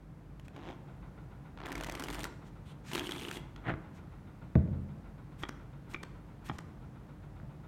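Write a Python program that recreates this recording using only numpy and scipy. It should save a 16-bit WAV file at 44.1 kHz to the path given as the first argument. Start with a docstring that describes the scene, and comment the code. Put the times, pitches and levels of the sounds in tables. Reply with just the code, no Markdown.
"""In a small room with a low hum, something that turns, probably a fan, scuffs softly about seven times a second.
At a cloth-covered table a deck of cards is cut, riffled, bridged and pushed square; one loud knock stands out.
Then three cards are slid off the deck, flicked free and laid down.
Cards are made of short noise bursts, ringing tones and shaped hiss; knocks are sums of fading tones.
The fan is pulsed noise through resonances plus sine waves, and the air is filtered noise."""
import sys
import numpy as np
from scipy import signal
from scipy.fft import rfft, irfft
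from scipy.io import wavfile

SR = 44100
rng = np.random.default_rng(int(sys.argv[2]) if len(sys.argv) > 2 else 0)


def wav_record(signal):
    """Record a signal, one row per channel, as 16-bit PCM in the file named by sys.argv[1]."""
    frames = np.transpose(np.atleast_2d(signal))
    bounded = np.clip(frames, -1, 1)
    # unit amplitude maps onto the largest positive 16-bit level
    quanta = np.round(bounded * 32767).astype(np.int16)
    wavfile.write(sys.argv[1], SR, quanta)


N = 338247
TIME = np.arange(N) / SR   # seconds

# room air, relative strength at each pitch: f/Hz, level/dB
AIR_COLOUR = [(25, -33.5), (36, -16), (47, 3.5), (58, -4), (85, -2), (105, -2.5), (140, 2), (220, -7.5),
              (400, -17), (800, -21.5), (1400, -27), (2000, -32.5), (3000, -39.5), (5000, -45.5),
              (15500, -53.5)]
# steady tones of the fan: f/Hz, rms level/dB
FAN_HUM = [(48.4, -59.5), (301.5, -67)]
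# the fan's uneven rotation: t/s, turns made so far
FAN_TURNS = [(0, 0), (0.865, 6), (1.165, 8), (1.44, 10), (2.405, 17), (2.685, 19), (3.425, 24), (3.965, 28),
             (4.405, 31), (5.035, 35), (5.305, 37), (6.275, 44), (6.805, 48), (7.76, 55)]
# resonances of the fan housing: f/Hz, width of each of two passes/Hz, relative level/dB
FAN_HOUSING = [(420, 250, -2), (900, 330, 1), (1370, 280, 0), (1800, 900, -10), (3550, 450, -15)]
# time for the room's echoes to fade by 60 dB: f/Hz, fade time/s
ROOM_T60 = [(80, 0.96), (200, 1), (500, 0.97), (2000, 0.56), (5000, 0.57), (15000, 0.52)]
# the room's standing waves: f/Hz, level relative to the knock/dB, time to fade by 60 dB/s
ROOM_MODES = [(88, -29, 1.1), (100.3, -35.5, .7), (137, -29, 1), (168.4, -35, 1.1), (192, -33.5, 0.88),
              (205.3, -31.5, .9), (228.4, -38, 0.75), (270, -40, .7), (427, -53, .9), (533, -51.5, 0.78),
              (578, -50.5, .7)]
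# the table top's own tones: f/Hz, level relative to the knock/dB, time to fade by 60 dB/s
TABLE_MODES = [(77, -15, 0.18), (132, -13, 0.089), (158.5, -10.5, 0.091), (207, -19.5, 0.14),
               (309, -22.5, 0.1), (453, -23, 0.054), (632, -27, 0.072), (788, -33.5, 0.045),
               (1117, -29.5, 0.023), (1480, -39.5, 0.028)]
# the deck knocks on the table, one of them far louder: t/s, level/dB
KNOCKS = [(3.72, -21.5), (4.426, -28), (4.555, 0), (4.677, -24), (6.498, -22), (7.431, -27.5)]
# packets slide over one another: middle t/s, length/s, level/dB
SLIDES = [(0.455, 0.028, -65.5), (2.473, 0.083, -66), (2.898, 0.14, -53), (3.35, 0.085, -54),
          (3.964, 0.1, -67), (6.545, 0.098, -64.5), (6.607, .016, -64)]
# packets land flat: t/s, level before TAP_GAIN_DB/dB
TAPS = [(1.029, -54), (3.641, -52), (3.658, -46), (3.671, -35), (3.69, -37), (3.699, -31.5), (3.716, -43),
        (3.7393, -34), (5.323, -55), (7.4, -48.5)]
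# three dealt cards: flick t/s, slide level/dB, flick level/dB, level of all modes/dB, ring f/Hz, ring level/dB,
# lingering ring relative to the ring/dB, upper edge of flick and modes f/Hz, lay-down t/s, lay-down level/dB
DEALS = [(5.4343, -60, -10.5, -28, 3290, -28.5, -55, 9000, 5.4926, -33),
         (5.9446, -58.5, -12.5, -35.5, 2350, -25, -31, 7000, 6.0354, -36.5),
         (6.496, -55.5, -11, -31.5, 830, -28, -40, 2970, 6.5896, -37)]
# bending tones of a flicked card: f/Hz, relative level/dB, decay/s
CARD_MODES = [(310, -2, 0.0046), (850, -7.5, .003), (1232, -3, .004), (1795, -8.5, .0028), (2330, -5, .003)]
# single card-edge clicks, a few around the cut, the rest in the riffle:
# t/s, level before trims/dB, ring f/Hz, treble relative to body before trims/dB
CARD_SNAPS = [(0.396, -42.5, 2820, -14), (0.481, -40.5, 2510, -16), (0.563, -38.5, 1150, -21),
              (0.688, -43, 3100, -24), (0.705, -43, 3600, -24), (0.727, -49, 3400, -24),
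              (1.574, -38, 1020, -43), (1.586, -39.5, 1310, -36), (1.602, -34.5, 1340, -35),
              (1.615, -35.5, 1350, -35), (1.635, -36, 1000, -35), (1.654, -33.5, 1170, -32),
              (1.658, -31.5, 1380, -18), (1.666, -29.5, 1710, -24), (1.685, -34, 1620, -19),
              (1.695, -34, 1040, -35), (1.704, -39, 1120, -24), (1.718, -27.5, 1770, -19),
              (1.725, -32, 1310, -13), (1.753, -27, 2270, -17.5), (1.767, -39, 1210, -23),
              (1.778, -33, 2150, -15), (1.793, -44, 1060, -30), (1.8, -33, 1490, -29),
              (1.809, -28, 2230, -17.5), (1.826, -33, 1440, -28), (1.835, -29.5, 1510, -14),
              (1.844, -29.5, 2020, -15), (1.866, -35, 1490, -11), (1.87, -34, 2020, -15),
              (1.886, -31, 1070, -28), (1.896, -26.5, 1870, -17.5), (1.913, -35, 2060, -15),
              (1.921, -34, 1470, -8.5), (1.939, -37, 1040, -21), (1.951, -28.5, 2270, -15.5),
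              (1.974, -39, 1290, -22), (1.996, -29, 1510, -12.5), (2.004, -36, 1500, -12),
              (2.022, -34, 1460, -12), (2.037, -29, 3030, -11), (2.044, -37.5, 3110, -6.5),
              (2.084, -27, 2250, -20), (2.101, -33.5, 1000, -9.5), (2.108, -36, 1800, -9),
              (2.127, -34, 1830, -11), (2.133, -33, 1290, -13), (2.145, -30.5, 2430, -11.5),
              (2.153, -32, 1230, -16), (2.184, -33, 1210, -24), (2.192, -35, 1700, -9),
              (2.204, -35, 2400, -8.5), (2.21, -34, 3670, -16), (2.232, -35.5, 2180, -7),
              (2.241, -25, 1900, -14), (2.252, -26.5, 1420, -24)]
# single bridge cards slapping on the pile, and one card-edge tick after the bridge: t/s, level before trims/dB,
# ring f/Hz, # treble relative to body before trims/dB, thud of the pile before trims/dB
BRIDGE_SLAPS = [(2.915, -31, 1530, -20, -48), (2.932, -25, 3040, -12.5, -22),
                (2.9497, -22, 2860, -14.5, -41), (2.9548, -22, 1150, -19, -23),
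                (2.968, -28, 2660, -19, -28), (2.978, -22.5, 1430, -26, -23), (2.986, -28, 1110, -16, -32),
                (2.9935, -22, 3100, -17, -29), (3.039, -33, 1620, -23, -29), (3.057, -35, 2770, -21, -38),
                (3.069, -27.5, 2970, -18, -23.5), (3.074, -35, 3000, -16, -38),
                (3.0915, -27, 1840, -20, -21.5), (3.11, -27.5, 3330, -18, -38),
                (3.1195, -24.5, 3370, -18, -43), (3.161, -34, 1370, -20, -29), (3.19, -35, 3120, -18, -31),
                (3.212, -33, 3200, -21, -40), (3.219, -34, 2940, -18, -27), (3.233, -36, 3390, -22, -38),
                (3.249, -28.5, 2880, -27, -34), (3.283, -30, 2920, -27, -36),
                (3.312, -25.5, 1580, -21, -28), (3.369, -31.5, 2180, -29, -25),
                (3.561, -36.5, 1383, -22, -42)]

# colours, the relative strength at each pitch, all with columns f/Hz, level/dB
SNAP_COLOUR = [(100, -13), (300, 5), (600, 5), (1500, -2.5), (3400, -2.5), (5000, -4.5), (6500, -3.5),
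               (9000, -7), (10400, -11.5), (12000, -10), (16000, -17)]   # card-edge click
SLAP_COLOUR = [(100, -13), (300, 12), (520, 0.5), (800, 4.5), (1500, 0.5), (3400, 2.5), (5000, -1.5),
               (6500, 4), (9000, -3.5), (10400, -3.5), (12000, -3.5), (16000, -13)]   # bridge card on the pile
TAP_COLOUR = [(70, 11.5), (240, 13.5), (480, 1), (750, -5.5), (1050, 6.5), (1600, 4), (2200, -3),
              (2700, -19), (4300, -19.5), (5500, -20), (8000, -46), (16000, -39)]   # flat landing
FLICK_COLOUR = [(70, 3.5), (330, 13), (530, -7.5), (850, 3), (1230, 5.5), (1550, 0), (1800, 5), (2330, -3),
                (2700, -9), (3400, -2.5), (4200, -17), (5500, -16), (9000, -33), (16000, -42)]   # whipping card
PATTER_COLOUR = [(80, -16), (180, 0), (310, 9), (520, -9), (800, -1.5), (1500, -6), (2300, -11.5),
                 (3400, -25), (5000, -21.5)]   # dull landings on the pile
RUB_COLOUR = [(500, -8), (1500, -1), (2500, 4.5), (3300, 10.5), (5000, -4), (6500, -4.5), (9000, 3),
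              (10400, -4.5), (12000, -2), (16000, -15)]   # faces rubbing
SLIDE_COLOUR = [(500, -5), (1500, 11.5), (3300, 7), (4800, 2), (6300, 3), (9000, -1.5), (10400, -11),
                (12000, -8), (16000, -18)]   # sliding packets and edges
DRAW_COLOUR = [(500, -5), (1500, 11), (3300, 6), (4800, 0), (8500, 0), (10400, -4), (12000, -4),
               (16000, -12)]   # card drawn off the deck
CUT_COLOUR = [(100, -24), (300, 12), (500, -3), (800, 1), (1200, -7), (2200, -11), (3400, -14.5),
              (4600, -28), (6200, -28), (9000, -43), (16000, -48)]   # corners past the thumb
SQUARE_COLOUR = [(60, -19), (140, 15.5), (220, -6.5), (300, 12), (420, -4.5), (800, 1), (1200, -2.5),
                 (1900, -0.5), (2500, -13), (3400, -15.5), (5000, -39), (8000, -45), (16000, -60)]   # halves pushed together

# room noise and the fan's scuff both come up at the start, until SETTLED_S
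AIR_DB, AIR_RISE_DB, SETTLED_S = -49.5, 2.5, 0.95
SCUFF_DB, SCUFF_RISE_DB, SCUFF_FADE_DB_PER_S = -63.5, 26, 0.59
ROOM_SWELL_S = 0.022   # the standing waves build up this slowly
# the parts of every deal: seconds ahead of the flick or lay-down (for slides, to their middle), length
DRAW_LEAD_S, DRAW_S = 0.028, 0.067   # the card's face slides off the deck
EDGE_LEAD_S, EDGE_S, EDGE_DB = 0.0056, 0.0068, -48   # its edge scrapes past the deck's corner
BRUSH_LEAD_S, BRUSH_S, BRUSH_DB = 0.0029, 0.0075, -45.5   # it slips off the finger
CATCH_LEAD_S, CATCH_DB = .014, -11   # it catches on the deck; level relative to the flick
TAP_GAIN_DB, LAY_TICK_DB = 20, 9   # added to a landing's pulse, and to the tick on the open table
# the thumb runs down the deck to cut it, pressing ever harder
CUT_START_S, CUT_END_S, CUT_DB, CUT_SWELL_DB = .53, .708, -44.5, 13
# the riffle: the first cards drop dully, then both thumbs let go and the rubbing grows as the packets thin
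RIFFLE_START_S, RIFFLE_FREE_S, RIFFLE_END_S = 1.58, 1.655, 2.255
RIFFLE_PATTER_DB, RIFFLE_RUB_DB, RIFFLE_RUB_SWELL_DB = -46.5, -55, 13
# the woven halves creak against each other as they are bent into an arch
ARCH_START_S, ARCH_END_S, ARCH_DB = 2.65, 2.72, -60.5
# the bridge gives way in a rush, then runs down evenly; the rush levels are added to the run's
BRIDGE_START_S, BRIDGE_END_S, BRIDGE_PATTER_DB, BRIDGE_RUB_DB = 2.912, 3.378, -49.5, -55
RUSH_S, RUSH_WIDTH_S, RUSH_PATTER_DB, RUSH_RUB_DB = 2.95, 0.022, 8, 8
# the interleaved halves are pushed square in one shove
SQUARE_S, SQUARE_DB, SQUARE_RISE_DB_PER_S, SQUARE_FALL_DB_PER_S = 3.698, -28, 425, 643
# the patter makes the table top sway; level relative to the patter
SWAY_HZ, SWAY_WIDTH_HZ, SWAY_DB = 49, 16, -7.5
CLICK_DELAY_S = .0008   # clicks and flicks start this long after their listed times
# louder clicks are brighter, quieter ones duller: dB of treble per dB from medium, counted up to 3 dB above it
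LOUD_BRIGHT, MEDIUM_CLICK_DB = 0.36, -28.5
CUTOFF_HZ = 16200


def from_db(db):
    """Turn decibels into a gain."""
    return 10 ** (np.asarray(db) / 20)


def rms_one(x):
    """Scale a sound to an average (rms) strength of 1."""
    return x / np.sqrt(np.mean(x ** 2) + 1e-20)


def at_hz(points, hz):
    """Read a table on a log-frequency axis."""
    freqs, values = np.transpose(points)
    return np.interp(np.log(np.maximum(hz, 1)), np.log(freqs), values)


def add(track, s, sound):
    """Lay a sound into a track at time s."""
    start = int(np.clip(s * SR, 0, N - 1))
    track[start:start + len(sound)] += sound[:N - start]


def butter(x, hz, kind, order=2):
    """Keep the lows, the highs or a band of a sound."""
    sections = signal.butter(order, np.clip(hz, 10, .45 * SR), kind, fs=SR, output="sos")
    return signal.sosfilt(sections, x)


def resonance(x, hz, width_hz):
    """Two-pole resonance with gain 1 on top."""
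    r = np.exp(-np.pi * width_hz / SR)
    top = np.array([1, 0, -1]) * (1 - r * r) / 2
    return signal.lfilter(top, [1, -2 * r * np.cos(2 * np.pi * hz / SR), r * r], x)


def coloured(x, spectrum, size=8192):
    """Causal (minimum-phase) filter of the given colour; white noise keeps its power."""
    gains = from_db(at_hz(spectrum, np.arange(size // 2 + 1) * SR / size))
    cepstrum = irfft(np.log(gains))
    # folding the cepstrum puts the filter's energy as early as possible
    cepstrum[1:size // 2] *= 2
    cepstrum[size // 2 + 1:] = 0
    response = irfft(np.exp(rfft(cepstrum)))
    return signal.oaconvolve(x, response / np.linalg.norm(response))[:N]


def flutter(per_s):
    """Random wobble of rms 1, with this many new values a second."""
    knots = np.arange(N) * per_s / SR
    count = int(knots[-1]) + 2
    return rms_one(np.interp(knots, np.arange(count), rng.standard_normal(N)[:count]))


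def stroke(start_s, end_s, attack_s, release_s, swell_db):
    """Gain of one movement: an attack, a hold that changes steadily by swell_db towards 1, a release."""
    along = np.clip((TIME - start_s) / (end_s - start_s), 0, 1)
    attack = 1 - np.exp(-np.maximum(TIME - start_s, 0) / attack_s)
    release = np.exp(-np.clip((TIME - end_s) / release_s, 0, 20))
    return attack * release * from_db(swell_db * (along - 1))


def burst(decay_s, crack, size=2048):
    """One contact: a sharp first impact and a dying chatter of micro-impacts; energy 1."""
    chatter = rng.standard_normal(size) * np.exp(-np.arange(size) / (decay_s * SR))
    chatter /= np.linalg.norm(chatter)
    chatter[0] = crack
    return chatter / np.linalg.norm(chatter)


def scrape(rise_s, decay_s, size=2048):
    """A contact that builds up as the card bends, then dies away; energy 1."""
    t = TIME[:size]
    chatter = rng.standard_normal(size) * (1 - np.exp(-t / rise_s)) * np.exp(-t / decay_s)
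    return chatter / np.linalg.norm(chatter)


def quiver(hz, rise_s, decay_s, size=13230):
    """One damped mode, set going by a soft push."""
    t = TIME[:size]
    return np.sin(2 * np.pi * hz * t) * (1 - np.exp(-t / rise_s)) * np.exp(-t / decay_s)


def air():
    """Rumble and hiss of the room: filtered noise that rises a little, then holds steady."""
    level_db = AIR_DB - AIR_RISE_DB * np.maximum(1 - TIME / SETTLED_S, 0)
    return from_db(level_db) * coloured(rng.standard_normal(N), AIR_COLOUR)


def fan():
    """A low hum, and once a turn a scuff that rings in the housing; the speed wanders a little."""
    turns = np.interp(TIME, *np.transpose(FAN_TURNS))
    turns_per_s = np.gradient(turns) * SR
    since_s = (turns % 1) / np.maximum(turns_per_s, 1)   # time since the last scuff began
    scuff = (1 - np.exp(-(since_s / .012) ** 2)) * np.exp(-since_s / .036)
    rubbing = rng.standard_normal(N) * scuff * from_db(flutter(5.5))
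    housing = np.zeros(N)
    for hz, width, db in FAN_HOUSING:
        housing += from_db(db) * resonance(resonance(rubbing, hz, width), hz, width)
    housing = rms_one(butter(housing, 3800, "low", order=4))
    hum = np.zeros(N)
    for hz, db in FAN_HUM:
        hum += from_db(db) * np.sqrt(2) * np.sin(2 * np.pi * hz * TIME + 0.48 * flutter(2.4))
    start_db = SCUFF_RISE_DB * np.maximum(1 - TIME / SETTLED_S, 0)
    return from_db(SCUFF_DB - SCUFF_FADE_DB_PER_S * TIME - start_db) * housing + hum


def room(x, wet_db, echo_db, dull_hz):
    """Direct sound, one wall echo and a diffuse tail whose fading time depends on pitch."""
    t, edges = TIME[:SR], np.geomspace(40, 18000, 10)
    tail = np.zeros(SR)
    for low, high in zip(edges, edges[1:]):
        fade = np.exp(-np.log(1000) * t / at_hz(ROOM_T60, np.sqrt(low * high)))
        tail += butter(rng.standard_normal(SR), [low, high], "band") * fade
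    tail *= 1 - np.exp(-(t / 0.0077) ** 2)
    response = from_db(wet_db) * tail / np.linalg.norm(tail)
    add(response, .017, from_db([echo_db]))
    return x + signal.fftconvolve(x, butter(response, dull_hz, "low", order=1))[:N]


def mode_sum(modes, t):
    """Add up sine tones that each fade by 60 dB in their own time."""
    return sum(from_db(db - 60 * t / t60) * np.sin(2 * np.pi * hz * t) for hz, db, t60 in modes)


def knocks():
    """The deck's edge clicks dully and sets the table booming; the room's standing waves swell and hum on."""
    t, out = TIME[:SR], np.zeros(N)
    # the cloth softens the blow; the lowest pitches of the boom are cut away steeply
    boom = butter(mode_sum(TABLE_MODES, t) * (1 - np.exp(-t / 0.0025)), 66, "high", order=4)
    boom += mode_sum(ROOM_MODES, t) * (1 - np.exp(-t / ROOM_SWELL_S))
    click = butter(burst(decay_s=0.0022, crack=0.3), 1860, "low")
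    click = butter(click, 830, "low", order=1)
    for s, db in KNOCKS:
        add(out, s, from_db(db) * boom)
        add(out, s - .001, from_db(db + 2.5) * click)
    return out


def sway(patter):
    """A low mode of the table top, kept going by the landing cards: noise through a double resonance."""
    shaking = resonance(rng.standard_normal(N), SWAY_HZ, SWAY_WIDTH_HZ)
    shaking = resonance(shaking, SWAY_HZ, SWAY_WIDTH_HZ)
    return from_db(SWAY_DB) * patter * rms_one(shaking)


def pile_thuds(rows, hz, level_db, decay_s):
    """Every landing makes the pile thud, at a slightly different pitch each time."""
    out = np.zeros(N)
    for (s, db, *_), detune in zip(rows, rng.normal(0, 0.12, len(rows))):
        add(out, s, from_db(db + level_db) * quiver(hz * np.exp(detune), rise_s=0.002, decay_s=decay_s))
    return out


def hiss(strokes, colour):
    """Card faces rub: rough noise that swells and fades with each stroke."""
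    speed = np.zeros(N)
    for s, length, db in strokes:
        add(speed, s - length / 2, from_db(db) * np.hanning(int(length * SR) + 2))
    return coloured(speed * rng.standard_normal(N) * from_db(0.77 * flutter(500)), colour)


def slides():
    """Packets slide with a hiss; every deal has three strokes: drawing, edge and finger."""
    strokes, draws = list(SLIDES), []
    for flick_s, slide_db, *_, lay_s, _ in DEALS:
        draws.append((flick_s - DRAW_LEAD_S, DRAW_S, slide_db))
        strokes.append((flick_s - EDGE_LEAD_S, EDGE_S, EDGE_DB))
        strokes.append((lay_s - BRUSH_LEAD_S, BRUSH_S, BRUSH_DB))
    return hiss(strokes, SLIDE_COLOUR) + hiss(draws, DRAW_COLOUR)


def taps():
    """A flat landing is nearly a single pulse: muffled between the palms, with a bright tick on the open table."""
    held, laid, ticks = np.zeros((3, N))
    for s, db in TAPS:
        add(held, s, -from_db(db + TAP_GAIN_DB) * burst(decay_s=.0012, crack=3.5))
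    for *_, s, db in DEALS:
        add(laid, s, -from_db(db + TAP_GAIN_DB) * burst(decay_s=.0012, crack=3.5))
        add(ticks, s, from_db(db + LAY_TICK_DB) * burst(decay_s=0.00068, crack=0.71))
    thuds = pile_thuds([deal[-2:] for deal in DEALS], hz=300, level_db=4.5, decay_s=0.0031)
    pulses = butter(held, 3800, "low", order=4) + laid
    return coloured(pulses, TAP_COLOUR) + coloured(ticks, SLIDE_COLOUR) + thuds


def flicks():
    """The card catches, then whips against the deck: a soft scrape, then a sharper one."""
    whips = np.zeros(N)
    for s, _, db, *_, dull_hz, _, _ in DEALS:
        whip = .8 * scrape(rise_s=.0009, decay_s=.0033) + .55 * burst(decay_s=.001, crack=1.5)
        add(whips, s - CATCH_LEAD_S, from_db(db + CATCH_DB) * scrape(rise_s=0.0051, decay_s=0.011))
        add(whips, s + CLICK_DELAY_S, from_db(db) * butter(whip, dull_hz, "low"))
    return coloured(whips, FLICK_COLOUR)


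def card_rings():
    """The freed card quivers in all its modes; the grip favours one tone, which lingers faintly and unevenly."""
    out = np.zeros(N)
    for s, _, _, modes_db, hz, ring_db, linger_db, dull_hz, *_ in DEALS:
        modes = sum(from_db(db) * quiver(mode_hz, rise_s=0.001, decay_s=decay_s)
                    for mode_hz, db, decay_s in CARD_MODES)
        linger = quiver(hz, rise_s=.005, decay_s=.06) * flutter(70)[:13230]
        ring = quiver(hz, rise_s=.0008, decay_s=.0026) + from_db(linger_db) * linger
        add(out, s, from_db(modes_db) * butter(modes, dull_hz, "low") + from_db(ring_db) * ring)
    return out


def card_train(per_s, uneven, spread_db, decay_s, crack, pace=1):
    """Cards let go one after another at an uneven pace, each with its own force."""
    rate = per_s * pace * np.exp(uneven * flutter(per_s))
    count = np.floor(np.cumsum(rate) / SR)
    strength = from_db(spread_db * np.clip(rng.standard_normal(N), -1.5, 1.5))
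    force = np.diff(count, prepend=0) * strength + 1e-18   # a pulse whenever the count steps up
    chatter = signal.lfilter([1], [1, -np.exp(-1 / (decay_s * SR))], force) * rng.standard_normal(N)
    return rms_one(crack * rms_one(butter(force, 243, "high")) + rms_one(chatter))


def squaring():
    """The halves stick and slip into one another, muffled by the palms: a dull, brief train of contacts."""
    slips = card_train(per_s=250, uneven=.3, spread_db=1.2, decay_s=.0018, crack=.45)
    rise_db = SQUARE_RISE_DB_PER_S * (SQUARE_S - TIME)
    fall_db = SQUARE_FALL_DB_PER_S * (TIME - SQUARE_S)
    return coloured(from_db(SQUARE_DB - np.maximum(rise_db, fall_db)) * slips, SQUARE_COLOUR)


def cut():
    """Card corners purr past the thumb, slower and harder as it nears the middle of the deck."""
    pace = np.interp(TIME, [CUT_START_S, CUT_END_S], [1.15, .75])
    purr = card_train(per_s=175, uneven=.2, spread_db=1, decay_s=.0018, crack=.6, pace=pace)
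    pressure = stroke(CUT_START_S, CUT_END_S, attack_s=0.013, release_s=0.024, swell_db=CUT_SWELL_DB)
    return from_db(CUT_DB) * coloured(pressure * purr, CUT_COLOUR)


def card_clicks(rows, colour, level_db, decay_s, edge_s, ring, ring_width_hz, bright_db, split_hz):
    """Each card's edge gives a brief bright tick; its face slaps and rings in a bending mode."""
    out = np.zeros(N)
    for s, db, hz, treble_db, *_ in rows:
        contact = burst(decay_s, crack=.45)
        body = butter(contact + ring * resonance(contact, hz, ring_width_hz), split_hz, "low", order=3)
        edge = butter(scrape(rise_s=.0004, decay_s=edge_s), split_hz, "high", order=3)
        loud_bright_db = LOUD_BRIGHT * min(db - MEDIUM_CLICK_DB, 3)
        add(out, s + CLICK_DELAY_S, from_db(db + level_db) * body / np.linalg.norm(body))
        add(out, s + CLICK_DELAY_S, from_db(db + level_db + treble_db + bright_db + loud_bright_db) * edge)
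    return coloured(out, colour)


def falling_cards(patter, rub, per_s, grit_db):
    """Under the clicks, cards patter dully on the pile while their faces rub."""
    train = card_train(per_s, uneven=.5, spread_db=4.0, decay_s=0.0015, crack=0.94)
    landings = butter(coloured(patter * train, PATTER_COLOUR), 4200, "low", order=4)
    friction = rms_one(rng.standard_normal(N) * from_db(grit_db * flutter(450)))
    return landings + coloured(rub * friction, RUB_COLOUR)


def lesser_cards(start_s, end_s, count, db, spread_db, ring_hz, first_treble_db, last_treble_db):
    """More cards of a run, unevenly spaced, brightness drifting: rows of t/s, level/dB, ring f/Hz, treble/dB."""
    along = (np.arange(count) + rng.random(count)) / count
    force, pitch, edge = np.clip(rng.standard_normal((count, 3)), -1.5, 1.5).T
    times = start_s + along * (end_s - start_s)
    treble_db = first_treble_db + (last_treble_db - first_treble_db) * along + 3 * edge
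    return np.transpose([times, db + spread_db * force, ring_hz * np.exp(.15 * pitch), treble_db])


def snaps_and_riffle():
    """Card edges click around the cut; then cards spring off both thumbs over patter, rubbing and thuds."""
    lesser = lesser_cards(RIFFLE_FREE_S, RIFFLE_END_S, count=10, db=-39, spread_db=2.0, ring_hz=1400,
                          first_treble_db=-29, last_treble_db=-17)
    cards = [*CARD_SNAPS, *lesser]
    patter = stroke(RIFFLE_START_S, RIFFLE_END_S, attack_s=0.037, release_s=0.018, swell_db=2.5)
    patter *= from_db(RIFFLE_PATTER_DB)
    rub = stroke(RIFFLE_FREE_S, RIFFLE_END_S, attack_s=.004, release_s=0.011, swell_db=RIFFLE_RUB_SWELL_DB)
    rub *= from_db(RIFFLE_RUB_DB)
    clicks = card_clicks(cards, SNAP_COLOUR, level_db=7.0, decay_s=0.0021, edge_s=0.0016, ring=2.55,
                         ring_width_hz=260, bright_db=16.0, split_hz=3340)
    thuds = pile_thuds(cards, hz=298, level_db=-16.5, decay_s=0.006)
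    return clicks + falling_cards(patter, rub, per_s=120, grit_db=5.0) + thuds + sway(patter)


def arch():
    """The woven halves creak as they bend: a short swell of softened noise."""
    bend = stroke(ARCH_START_S, ARCH_END_S, attack_s=0.018, release_s=0.0088, swell_db=-3)
    creak = from_db(ARCH_DB) * bend * rng.standard_normal(N)
    return butter(coloured(creak, RUB_COLOUR), 4500, "low", order=1)


def bridge():
    """The arched deck springs flat card by card, most violently at first."""
    lesser = lesser_cards(BRIDGE_START_S, BRIDGE_END_S, count=30, db=-37, spread_db=1.8, ring_hz=2600,
                          first_treble_db=-21, last_treble_db=-19)
    cards = [*BRIDGE_SLAPS, *lesser]
    run = stroke(BRIDGE_START_S, BRIDGE_END_S, attack_s=0.0047, release_s=0.015, swell_db=0.5)
    rush = np.exp(-((TIME - RUSH_S) / RUSH_WIDTH_S) ** 2)
    patter = run * from_db(BRIDGE_PATTER_DB + RUSH_PATTER_DB * rush)
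    rub = run * from_db(BRIDGE_RUB_DB + RUSH_RUB_DB * rush)
    clicks = card_clicks(cards, SLAP_COLOUR, level_db=7.0, decay_s=0.0018, edge_s=0.0017, ring=2.7,
                         ring_width_hz=380, bright_db=12.0, split_hz=4300)
    thud_rows = [(s, thud_db) for s, *_, thud_db in BRIDGE_SLAPS]
    thuds = pile_thuds(thud_rows, hz=332, level_db=-2.5, decay_s=0.0032)
    return arch() + clicks + falling_cards(patter, rub, per_s=130, grit_db=4.0) + thuds


def scene():
    """Cards and table sound in the small room, over its fan and air."""
    cards = cut() + snaps_and_riffle() + bridge() + slides() + taps()
    heard = room(cards, wet_db=-10, echo_db=-16.5, dull_hz=5000)
    heard += room(knocks(), wet_db=-11.5, echo_db=-25, dull_hz=3000)
    heard += room(squaring() + flicks(), wet_db=-14, echo_db=-14, dull_hz=3000)
    heard += room(card_rings(), wet_db=-13.5, echo_db=-8.5, dull_hz=3020)
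    return (heard + fan() + air())[None]


def record(dry):
    """The highest pitches are cut off steeply."""
    return signal.sosfilt(signal.ellip(10, .1, 80, CUTOFF_HZ, fs=SR, output="sos"), dry)


dry = scene()
out = record(dry)
wav_record(out)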